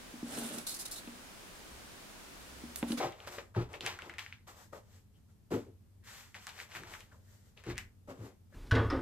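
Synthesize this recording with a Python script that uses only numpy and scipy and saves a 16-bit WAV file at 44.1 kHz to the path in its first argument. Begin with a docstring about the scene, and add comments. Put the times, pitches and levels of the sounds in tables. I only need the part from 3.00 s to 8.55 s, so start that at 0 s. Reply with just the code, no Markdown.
"""Hands pull foam blocks off a thing wrapped in plastic film, on a light table in a carpeted bedroom.
Film snaps are short decaying tones with a bright tick; crackle is random clicks, a palm slide is noise.
Random pushes ring the foam, the table and landing blocks; soft blows ring the knocked blocks.
Squeaks are narrow noise. Echoes give the room; shaped noise gives the house's low rumble and hum
and the hiss of two microphones."""
import sys
import numpy as np
from scipy import signal
from scipy.fft import rfft, irfft, next_fast_len
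from scipy.io import wavfile
from scipy.ndimage import uniform_filter1d

SR = 44100
rng = np.random.default_rng(int(sys.argv[2]) if len(sys.argv) > 2 else 0)


def generate_wav(sig):
    """Save sig (samples, or channels by samples) to the path in sys.argv[1] as 16-bit PCM at SR."""
    pcm = np.round(np.clip(np.atleast_2d(sig).T, -1, 1) * 32767).astype(np.int16)
    wavfile.write(sys.argv[1], SR, pcm)


N = 244573  # length in samples
STEP = 20  # samples between two points of a slow loudness curve


def from_db(db):
    """Turn decibels into a plain multiplier."""
    return 10 ** (np.asarray(db) / 20)


def rms_one(x):
    """Scale a sound so that its average strength (rms) is 1."""
    return x / np.sqrt(np.mean(x ** 2) + 1e-20)


def panned(x, pan_db, lag=1):
    """Place one sound between left and right; the left side hears it a few samples later."""
    gains = from_db(np.array([pan_db, -pan_db]) / 2).reshape(2, -1)
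    left, right = x * gains
    return np.array([np.roll(left, lag), right])


def coloured(x, spectrum):
    """Filter a sound to follow a spectrum, with no sound ahead of its cause (minimum phase); rms 1."""
    hz, db = np.transpose(spectrum)
    grid = np.maximum(np.fft.rfftfreq(8192, 1 / SR), 1)
    log_gain = np.interp(np.log(grid), np.log(hz), db) * np.log(10) / 20
    # folding the cepstrum onto its first half makes the filter minimum-phase
    cepstrum = irfft(log_gain)
    cepstrum[1:4096] *= 2
    cepstrum[4097:] = 0
    response = irfft(np.exp(rfft(cepstrum)))
    return rms_one(signal.fftconvolve(np.atleast_2d(x), response[None])[:, :N])


def resonator(hz, t60):
    """Feedback of one ringing tone that fades by 60 dB in t60 seconds, and its angle per sample."""
    r, w = from_db(-60 / (t60 * SR)), 2 * np.pi * hz / SR
    return [1, -2 * r * np.cos(w), r * r], w


def ring(force, hz, t60):
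    """A force sets one tone ringing; a single unit click would start a sine of height 1."""
    feedback, w = resonator(hz, t60)
    return signal.lfilter([0, np.sin(w)], feedback, force + 1e-18)


def shake(force, modes):
    """A force drives several ringing tones that let little through far below or above their pitch."""
    out = 0
    for hz, db, t60 in modes:
        feedback, _ = resonator(hz, t60)
        out = out + from_db(db) * signal.lfilter([1, 0, -1], feedback, force + 1e-18)
    return out


def grains(per_s, spread_db):
    """Random clicks of uneven size, pushing either way."""
    sizes_db = spread_db * np.minimum(rng.exponential(1, N), 4)
    signs = rng.choice([-1, 1], N)
    return from_db(sizes_db) * signs * (rng.random(N) < per_s / SR)


def driven(gains, bodies, soft_hz):
    """Uneven pushes follow each gain and ring one body; a low-pass then softens the sum."""
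    out = 0
    for gain, modes in zip(gains, bodies):
        bumps = grains(2000, 1.5)
        out = out + shake(bumps * gain, modes) / np.std(shake(bumps, modes))
    return signal.sosfilt(signal.butter(3, soft_hz, fs=SR, output="sos"), out)


RISE_DB = 13.5  # how far below its top a swell sets in


def swells(rows, linger):
    """Each event rises, holds, then fades steadily in dB; gains are events x layers x time."""
    t = np.arange(0, N + STEP, STEP) / SR
    share = np.array(linger)[:, None]
    out = []
    for start, rise, hold, fade, *top_db in rows:
        since, rise = t - start, max(rise, 1e-3)  # no rise is shorter than 1 ms
        rising_db = -RISE_DB * np.clip(1 - since / rise, 0, 1)
        fading_db = -fade * np.maximum((since - rise) / share - hold, 0)
        layers_db = np.array(top_db[:len(share)])[:, None]
        out.append(from_db(layers_db + rising_db + fading_db) * (since >= 0))
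    return np.array(out)


def summed(gains):
    """Overlapping events add in power, giving one gain per layer at every sample."""
    curves = np.sqrt(np.sum(gains ** 2, axis=0))
    return [np.interp(np.arange(N) / STEP, np.arange(len(g)), g) for g in curves]


# narrow squeaks and hoots of rubbed foam, levels before panning:
# (start t/s, length t/s, pitch f/Hz, width f/Hz, level/dB)
SQUEAKS = [(-.04, 0.125, 790, 110, -37), (2.134, 0.058, 3050, 200, -78), (2.285, 0.034, 1390, 100.4, -79),
           (3.024, 0.097, 1740, 400, -63.5), (4.111, 0.025, 1480, 99, -63.5),
           (4.116, 0.051, 1090, 150, -66.5), (4.27, 0.037, 1810, 70, -74), (5.242, 0.11, 446, 49.3, -63.5),
           (5.517, 0.049, 1660, 200, -67.5)]


def squeaks():
    """Rubbed foam squeaks: short narrow bands of noise that swell and fade."""
    out, t, noise = 0, np.arange(N) / SR, rng.standard_normal(N)
    for start, length, hz, width, db in SQUEAKS:
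        swell = np.sin(np.pi * np.clip((t - start) / length, 0, 1))
        t60 = np.log(1000) / np.pi / width  # a narrower band rings longer
        out = out + from_db(db) * swell * rms_one(shake(noise, [(hz, 0, t60)]))
    return out


# hand movements, levels before filtering and panning; the linger shares stretch hold and fade:
# (start t/s, rise t/s, hold t/s, fade level/dB per s, crumple level/dB, slide level/dB,
#  foam hollow level/dB, foam walls level/dB, left-over-right level/dB)
MOVES = [(0.0, 0.00081, 0.051, 208, -44.5, -53, -38.5, -40.5, 1.5),
         (0.096, 0.11, 0.06, 200, -61, -65, -62.5, -58.5, 1.5),
         (0.265, 0.013, 0.0025, 450, -48.5, -50, -58, -47, 1.5),
         (0.296, 0.026, 0.032, 174, -53.5, -52.5, -58, -53.5, 2),
         (0.379, 0.003, 0.0068, 355, -51, -72, -49.5, -49.5, 6),
         (0.542, 0.022, 0.06, 295, -53, -62.5, -63, -44.5, 2),
         (0.689, 0.06, .005, 300, -57, -60, -52.5, -51, 5),
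         (0.803, .006, .003, 450, -56, -61, -51, -72, -3),
         (0.818, 0.051, 0.013, 190, -40.5, -49.5, -51, -45.5, 1.5),
         (0.93, 0.11, 0.032, 88, -61, -64.5, -60.5, -55.5, 6),
         (1.183, 0.0039, 0.0045, 142, -47.5, -54.5, -68, -60.5, 4.5),
         (1.315, 0.0094, 0.017, 211, -65.5, -88, -90, -79, 4.5),
         (1.468, 0.0089, 0.025, 193, -60, -57.5, -61.5, -55.5, -1),
         (1.536, 0.04, 0.058, 212, -71.5, -60.5, -69.5, -62, 10),
         (1.723, 0.0081, 0.046, 304, -65, -62, -53, -55, 1),
         (1.832, 0.11, 0.032, 242, -73, -66.5, -75, -79, 3),
         (2.114, 0.056, .02, 202, -88, -80, -84, -88, 5.5),
         (2.272, 0.032, .012, 250, -88, -77, -80, -86.5, 0),
         (2.504, 0.014, 0.03, 192, -52.5, -53.5, -46, -45.5, 1),
         (3.038, 0.044, 0.12, 124, -57.5, -55, -70.5, -85, 2),
         (3.344, 0.0054, 0.0096, 222, -52, -59.5, -65.5, -56, 2),
         (3.364, 0.064, 0.022, 206, -61, -59, -87, -72, 1),
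         (3.462, 0.013, .003, 193, -51, -53.5, -78, -52.5, 4),
         (3.523, 0.08, 0.021, 282, -52, -53.5, -61, -62, 3),
         (3.69, 0.076, 0.004, 218, -50, -52.5, -65.5, -53.5, 3),
         (3.805, 0.073, 0.04, 112, -56.5, -62, -75, -56.5, 3),
         (3.868, 0.066, .012, 170, -61, -55, -65, -57, 14),
         (3.986, 0.011, .005, 200, -76, -61.5, -66, -74, 6),
         (4.09, .04, 0.033, 194, -83, -71.5, -68.5, -72, 1.5),
         (4.196, 0.12, .025, 89, -81, -66.5, -78, -76, -1),
         (4.394, .07, 0.023, 170, -84, -71.5, -77.5, -92, 8),
         (4.563, 0.0093, 0.035, 150, -67, -72, -68, -72, 7),
         (4.636, 0.073, 0.0068, 400, -50.5, -58, -58, -52, 3.5),
         (4.768, 0.016, 0.0043, 255, -60, -53, -81, -77, 16),
         (5.074, 0.029, 0.004, 292, -62.5, -60, -47.5, -50, 8),
         (5.151, 0.1, 0.018, 246, -64.5, -62, -59, -58, 4),
         (5.499, 0.043, .025, 203, -76, -71, -68.5, -75, 6)]
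# how long film, palm, hollow and walls go on: (share of hold and fade time [no unit], one per layer)
MOVE_LINGER = [0.94, 1.01, 0.85, 0.75]


def hand_moves():
    """One hand movement drives film, palm and foam; the side follows the loudest film movement."""
    moves = swells(MOVES, MOVE_LINGER)
    loudest = np.argmax(moves[:, 0], axis=0).repeat(STEP)[:N]
    pan_db = uniform_filter1d(np.array(MOVES)[loudest, -1], size=200)
    return summed(moves), pan_db


# tone colour of crumpling film: (f/Hz, relative level/dB per Hz)
CRACKLE = [(350, -16.5), (600, -30), (678, -26.5), (746, 1), (2280, 3), (4140, -2), (6400, -7), (9370, -39),
           (14300, -30), (15500, -27.5)]


def crackle(gain):
    """Crumpling film: many random clicks, coloured by the sheet."""
    return gain * coloured(grains(4000, 3), CRACKLE)[0]


# tone colour of a palm on foam: (f/Hz, relative level/dB per Hz)
SLIDE = [(350, -34), (600, -8.5), (1060, -17), (1170, -4), (1340, -6.5), (1460, -3), (1940, -1),
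         (2440, -14), (2920, -7.5), (4330, -7), (7890, -3.5), (9040, -13), (12900, -9), (15600, -10)]


def slide(gain):
    """A palm rubs over foam: coloured noise, separate on each side, slightly stronger on the left."""
    return gain * coloured(rng.standard_normal((2, N)), SLIDE) * from_db([[.8], [-.8]])


# air in the block's pocket: (f/Hz, relative level/dB, time to fade by 60 dB t/s)
HOLLOW = [(445, 8.5, 0.025), (519, 4, 0.024), (571, -6, 0.089)]
# walls of the foam block: (f/Hz, relative level/dB, time to fade by 60 dB t/s)
WALLS = [(725, -2, 0.019), (789, -13.5, 0.018), (879, 0, 0.023), (997, -1.5, 0.016), (1085, -1, 0.013),
         (1267, -2, 0.02)]


def foam(hollow, walls):
    """Handled foam: small pushes ring the air in its pocket and its walls."""
    return panned(driven([hollow, walls], [HOLLOW, WALLS], soft_hz=2000), 1.5, 9)


# weight coming down on the table, levels before softening; the linger shares stretch hold and fade:
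# (start t/s, rise t/s, hold t/s, fade level/dB per s, top level/dB, frame level/dB, legs level/dB)
THUDS = [(0.0, 0.049, 0.0043, 485, -36, -51, -65), (.26, 0.026, 0.01, 300, -56, -63, -98),
         (.36, 0.012, 0.0061, 204, -57, -80, -68), (.561, 0.0026, 0.034, 397, -35, -26.5, -51),
         (.7, 0.093, 0.013, 304.5, -57.5, -68, -65.5), (.822, 0.015, 0.011, 181, -47.5, -50.5, -64),
         (1.0, 0.07, 0.013, 301.5, -55.5, -67, -65), (3.74, 0.062, 0.026, 138, -54, -54.5, -63),
         (4.66, 0.01, 0.033, 398, -42, -40, -50)]
# how long top, frame and legs go on: (share of hold and fade time [no unit], one per layer)
THUD_LINGER = [1.09, 0.43, 3.2]
# ringing of the table top: (f/Hz, relative level/dB, time to fade by 60 dB t/s)
TOP = [(178, -10.5, 0.081), (313, -1.5, 0.031), (350.5, -0.5, 0.091), (399, -6.5, 0.028)]
# ringing of the frame: (f/Hz, relative level/dB, time to fade by 60 dB t/s)
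FRAME = [(119, 1, 0.21)]
# ringing of the legs: (f/Hz, relative level/dB, time to fade by 60 dB t/s)
LEGS = [(39.3, -4.5, 0.21), (68, -1, 0.067)]


def table_thuds():
    """Weight on the table: soft pushes ring its top, frame and legs."""
    gains = summed(swells(THUDS, THUD_LINGER))
    return panned(driven(gains, [TOP, FRAME, LEGS], soft_hz=570), 1.2, 7)


# tone colour of house rumble and microphone hiss: (f/Hz, relative level/dB per Hz)
QUIET = [(12, -73), (20, -21), (65, -13), (98, -5.5), (137, -20.5), (221, -17.5), (247, -25), (292, -26.5),
         (510, -37), (693, -42.5), (775, -40.5), (1510, -47), (3130, -49.5), (3800, -49.5), (15800, -50.5)]
# a wavering low tone in the house: (f/Hz, relative level/dB, time to fade by 60 dB t/s)
HUM = [(92.1, 0, 0.42)]
QUIET_DB, HUM_DB = -60, -67  # rms levels in dB before the small left-right tilt


def quiet():
    """The quiet below: coloured noise for rumble and hiss, and noise through a resonance for the hum."""
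    noise = from_db(QUIET_DB) * coloured(rng.standard_normal((2, N)), QUIET)
    hum = from_db(HUM_DB) * rms_one(shake(rng.standard_normal(N), HUM))
    return (noise + hum) * from_db([[.4], [-.4]])


ROOM_T60_S = 0.36  # bass echoes fade by 60 dB in this time in s; treble goes sooner
WALL_CUT_HZ = 970  # treble cut per round in Hz for a 50 ms delay; higher for shorter ones
ROOM_DB = -17


def bedroom(x):
    """Room echo: eight feedback delays a side, duller on every round, worked out per frequency."""
    size = next_fast_len(N + SR)
    hz = np.fft.rfftfreq(size, 1 / SR)
    out = np.zeros((2, len(hz)), complex)
    for k, lag in enumerate(rng.uniform(.006, .03, 16)):  # delays in s
        delay = from_db(-60 * lag / ROOM_T60_S) * np.exp(-2j * np.pi * hz * lag)
        loop = delay / (1 + 1j * hz * lag * 20 / WALL_CUT_HZ)
        out[k % 2] += loop / (1 - loop) * (-1) ** (k // 2)
    return from_db(ROOM_DB) * irfft(out * rfft(x, size), size)[:, :N]


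# film buckling, levels before panning and the bass cut:
# (start t/s, peak level/dB, pitch f/Hz, treble tick peak level/dB, rustle level/dB)
SNAPS = [(0.1231, -54, 2520, -43, -54), (0.203, -38, 2900, -61, -65), (0.249, -54, 1800, -60, -55.5),
         (0.2743, -35.5, 1440, -32, -57), (0.3853, -33.5, 1810, -46, -50), (0.549, -36, 1360, -58, -62),
         (0.732, -55, 1660, -38, -56), (0.739, -37.5, 2350, -48, -47), (0.8081, -26, 3200, -34.5, -47),
         (0.8618, -33, 2080, -29, -51), (0.8641, -21, 2280, -18.5, -40.5), (0.8699, -29, 2280, -42, -45),
         (0.8756, -27, 2800, -30, -56), (0.9895, -33, 1560, -40.5, -45.5), (1.0213, -34, 2520, -41.5, -53),
         (1.0963, -36.5, 1830, -42, -46.5), (1.1386, -40.5, 1970, -47, -54),
         (1.1835, -30.5, 2060, -34, -47), (1.1884, -32, 2180, -41.5, -65), (1.193, -27.5, 2800, -36, -48),
         (1.2632, -33, 2090, -55, -56), (1.326, -32, 2280, -50, -54), (3.3444, -36, 2240, -43, -62),
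         (3.351, -36, 1920, -60, -59), (3.4691, -36, 1710, -27.5, -48.5), (3.4916, -40, 3140, -35, -53.5),
         (3.5894, -39, 1860, -44, -49), (3.6014, -29.5, 2080, -36, -71), (3.6146, -37, 2130, -51, -70),
         (3.7176, -40.5, 2180, -43, -56), (3.7514, -34, 2000, -43, -48), (3.7603, -32.5, 1800, -38, -44.5),
         (3.8354, -37.5, 1660, -40.5, -57), (3.9382, -34, 2040, -42, -48.5), (3.951, -38.5, 1590, -53, -69),
         (4.0062, -44, 2420, -38, -56.5), (4.5756, -44, 2700, -52, -59), (4.639, -46, 1850, -44.5, -59),
         (4.666, -49, 1560, -42, -52.5), (4.7004, -35.5, 1930, -34.5, -49), (4.757, -44, 2080, -45, -57),
         (4.77, -37, 1820, -61, -50), (4.78, -28.5, 2000, -23, -47.5), (4.7854, -29, 2000, -29, -46)]
RUSTLE_T60_S = 0.15  # time for the rustle to fade by 60 dB
FILM_PAN_DB, FILM_PAN_SPREAD_DB = 3, 1.5  # the creases lie left of centre, scattered


def snaps():
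    """Each crease flips in a few cycles with a bright tick; the sheet rustles on around the same pitch."""
    out, t = np.zeros((2, N + SR)), np.arange(SR // 4) / SR
    click = signal.sosfilt(signal.butter(2, [3800, 9500], "band", fs=SR, output="sos"), t == 0)
    lags, noise = rng.random(len(SNAPS)), rng.standard_normal((len(SNAPS), 2, len(t)))
    pans = FILM_PAN_DB + FILM_PAN_SPREAD_DB * rng.standard_normal(len(SNAPS))
    for (start, db, hz, tick_db, rustle_db), pan_db, lag, hiss in zip(SNAPS, pans, lags, noise):
        # the flip's decay falls by 60 dB in 4.5 cycles
        flip = np.sin(2 * np.pi * hz * t) * t * from_db(-60 * t * hz / 4.5)
        tick = from_db(tick_db) * click / np.abs(click).max()
        crack = from_db(db) * flip / np.abs(flip).max() + tick
        band = signal.butter(2, [hz / 1.4, hz * 1.4], "band", fs=SR, output="sos")
        # a wide sheet: each side hears partly other creases
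        rustle = rms_one(signal.sosfilt(band, hiss + 0.19 * hiss[::-1]))
        sides_db = np.array([[pan_db], [-pan_db]]) / 4
        fade = from_db(rustle_db - 60 * t / RUSTLE_T60_S + sides_db)
        at = round(start * SR)
        out[:, at:at + len(t)] += panned(crack, pan_db, int(3 * lag)) + rustle * fade
    return signal.sosfilt(signal.butter(2, 900, "high", fs=SR, output="sos"), out[:, :N])


# fingers and furniture knocking a foam block, peak levels before a 4 dB cut and panning:
# (start t/s, peak level/dB, softness t/ms, left-over-right level/dB)
KNOCKS = [(0.273, -37, 0.71, -4), (0.383, -32, 0.24, 3), (1.47, -68, 0.37, 6), (1.732, -32.5, 0.095, 7.5),
          (2.508, -46, 0.19, -11), (5.086, -36, 0.32, -0.5), (5.525, -54, 0.3, -1.5)]
# ringing of the block, before chance changes: (f/Hz, relative level/dB, time to fade by 60 dB t/s)
FOAM = [(575, 18, 0.044), (1160, -9, 0.045), (1219, 14, 0.039), (1370, -8, 0.061), (1800, -15, 0.068),
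        (1870, 2, 0.096), (1970, -13, .06), (2907, -21, .05)]


def knocks():
    """A soft contact rings all tones of the hollow block, with new strengths each time."""
    out, t = np.zeros((2, N + SR)), np.arange(SR // 3) / SR
    chances = rng.normal(0, 2, (len(KNOCKS), len(FOAM)))  # dB
    for (start, db, soft_ms, pan_db), chance in zip(KNOCKS, chances):
        push = np.exp(-t * 1000 / soft_ms)
        body = sum(from_db(mode_db + c) * ring(push, hz, t60) for (hz, mode_db, t60), c in zip(FOAM, chance))
        at = round(start * SR)
        out[:, at:at + len(t)] += panned(from_db(db - 4.0) * body / np.abs(body).max(), pan_db)
    return out[:, :N]


# a block thrown aside lands, levels before softening; the linger shares stretch hold and fade:
# (start t/s, rise t/s, hold t/s, fade level/dB per s, body level/dB, low push level/dB)
LANDINGS = [(2.505, 0.016, 0.055, 348, -31, -39), (2.65, 0.023, 0.015, 297, -52.5, -61),
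            (5.078, 0.031, 0.0045, 350, -47.5, -47.5), (5.17, 0.04, 0.041, 235, -50, -47)]
# how long body and push go on: (share of hold and fade time [no unit], one per layer)
LANDING_LINGER = [0.95, 0.45]
# ringing of the landing block: (f/Hz, relative level/dB, time to fade by 60 dB t/s)
BOUNCE = [(175, -6.5, 0.042), (225, -17.5, 0.31), (266.7, 10, 0.082), (335, 8, 0.027), (376.8, 5, 0.047),
          (400, -9, 0.12), (427, -25, .08)]
# low push under the landing: (f/Hz, relative level/dB, time to fade by 60 dB t/s)
PUSH = [(110, 0, 0.14)]


def landings():
    """A thrown block lands: uneven pushes ring its body and a low push."""
    gains = summed(swells(LANDINGS, LANDING_LINGER))
    return panned(driven(gains, [BOUNCE, PUSH], soft_hz=520), 1.1, 11)


def scene():
    """Film, foam and table, their room, and the quiet below."""
    (film, palm, hollow, walls), pan_db = hand_moves()
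    near = panned(crackle(film) + squeaks(), pan_db, 3) + foam(hollow, walls) + snaps() + knocks()
    low = table_thuds() + landings()
    room = bedroom(near.mean(axis=0) + from_db(-12.0) * low.mean(axis=0))
    return near + low + room + slide(palm) + quiet()


PORTS_HZ = 300  # below this the two microphones hear nearly the same
CUTOFF_HZ = 16100  # top of the treble


def record(dry):
    """Two close microphones differ little in the bass; the top is cut."""
    mid, side = (dry[0] + dry[1]) / 2, (dry[0] - dry[1]) / 2
    bass = signal.sosfilt(signal.butter(1, PORTS_HZ, fs=SR, output="sos"), side)
    side = side - .8 * bass
    mid = mid + 0.1 * bass
    stereo = np.array([mid + side, mid - side])
    return signal.sosfilt(signal.cheby2(12, 70, CUTOFF_HZ, fs=SR, output="sos"), stereo)


dry = scene()
out = record(dry)
generate_wav(out)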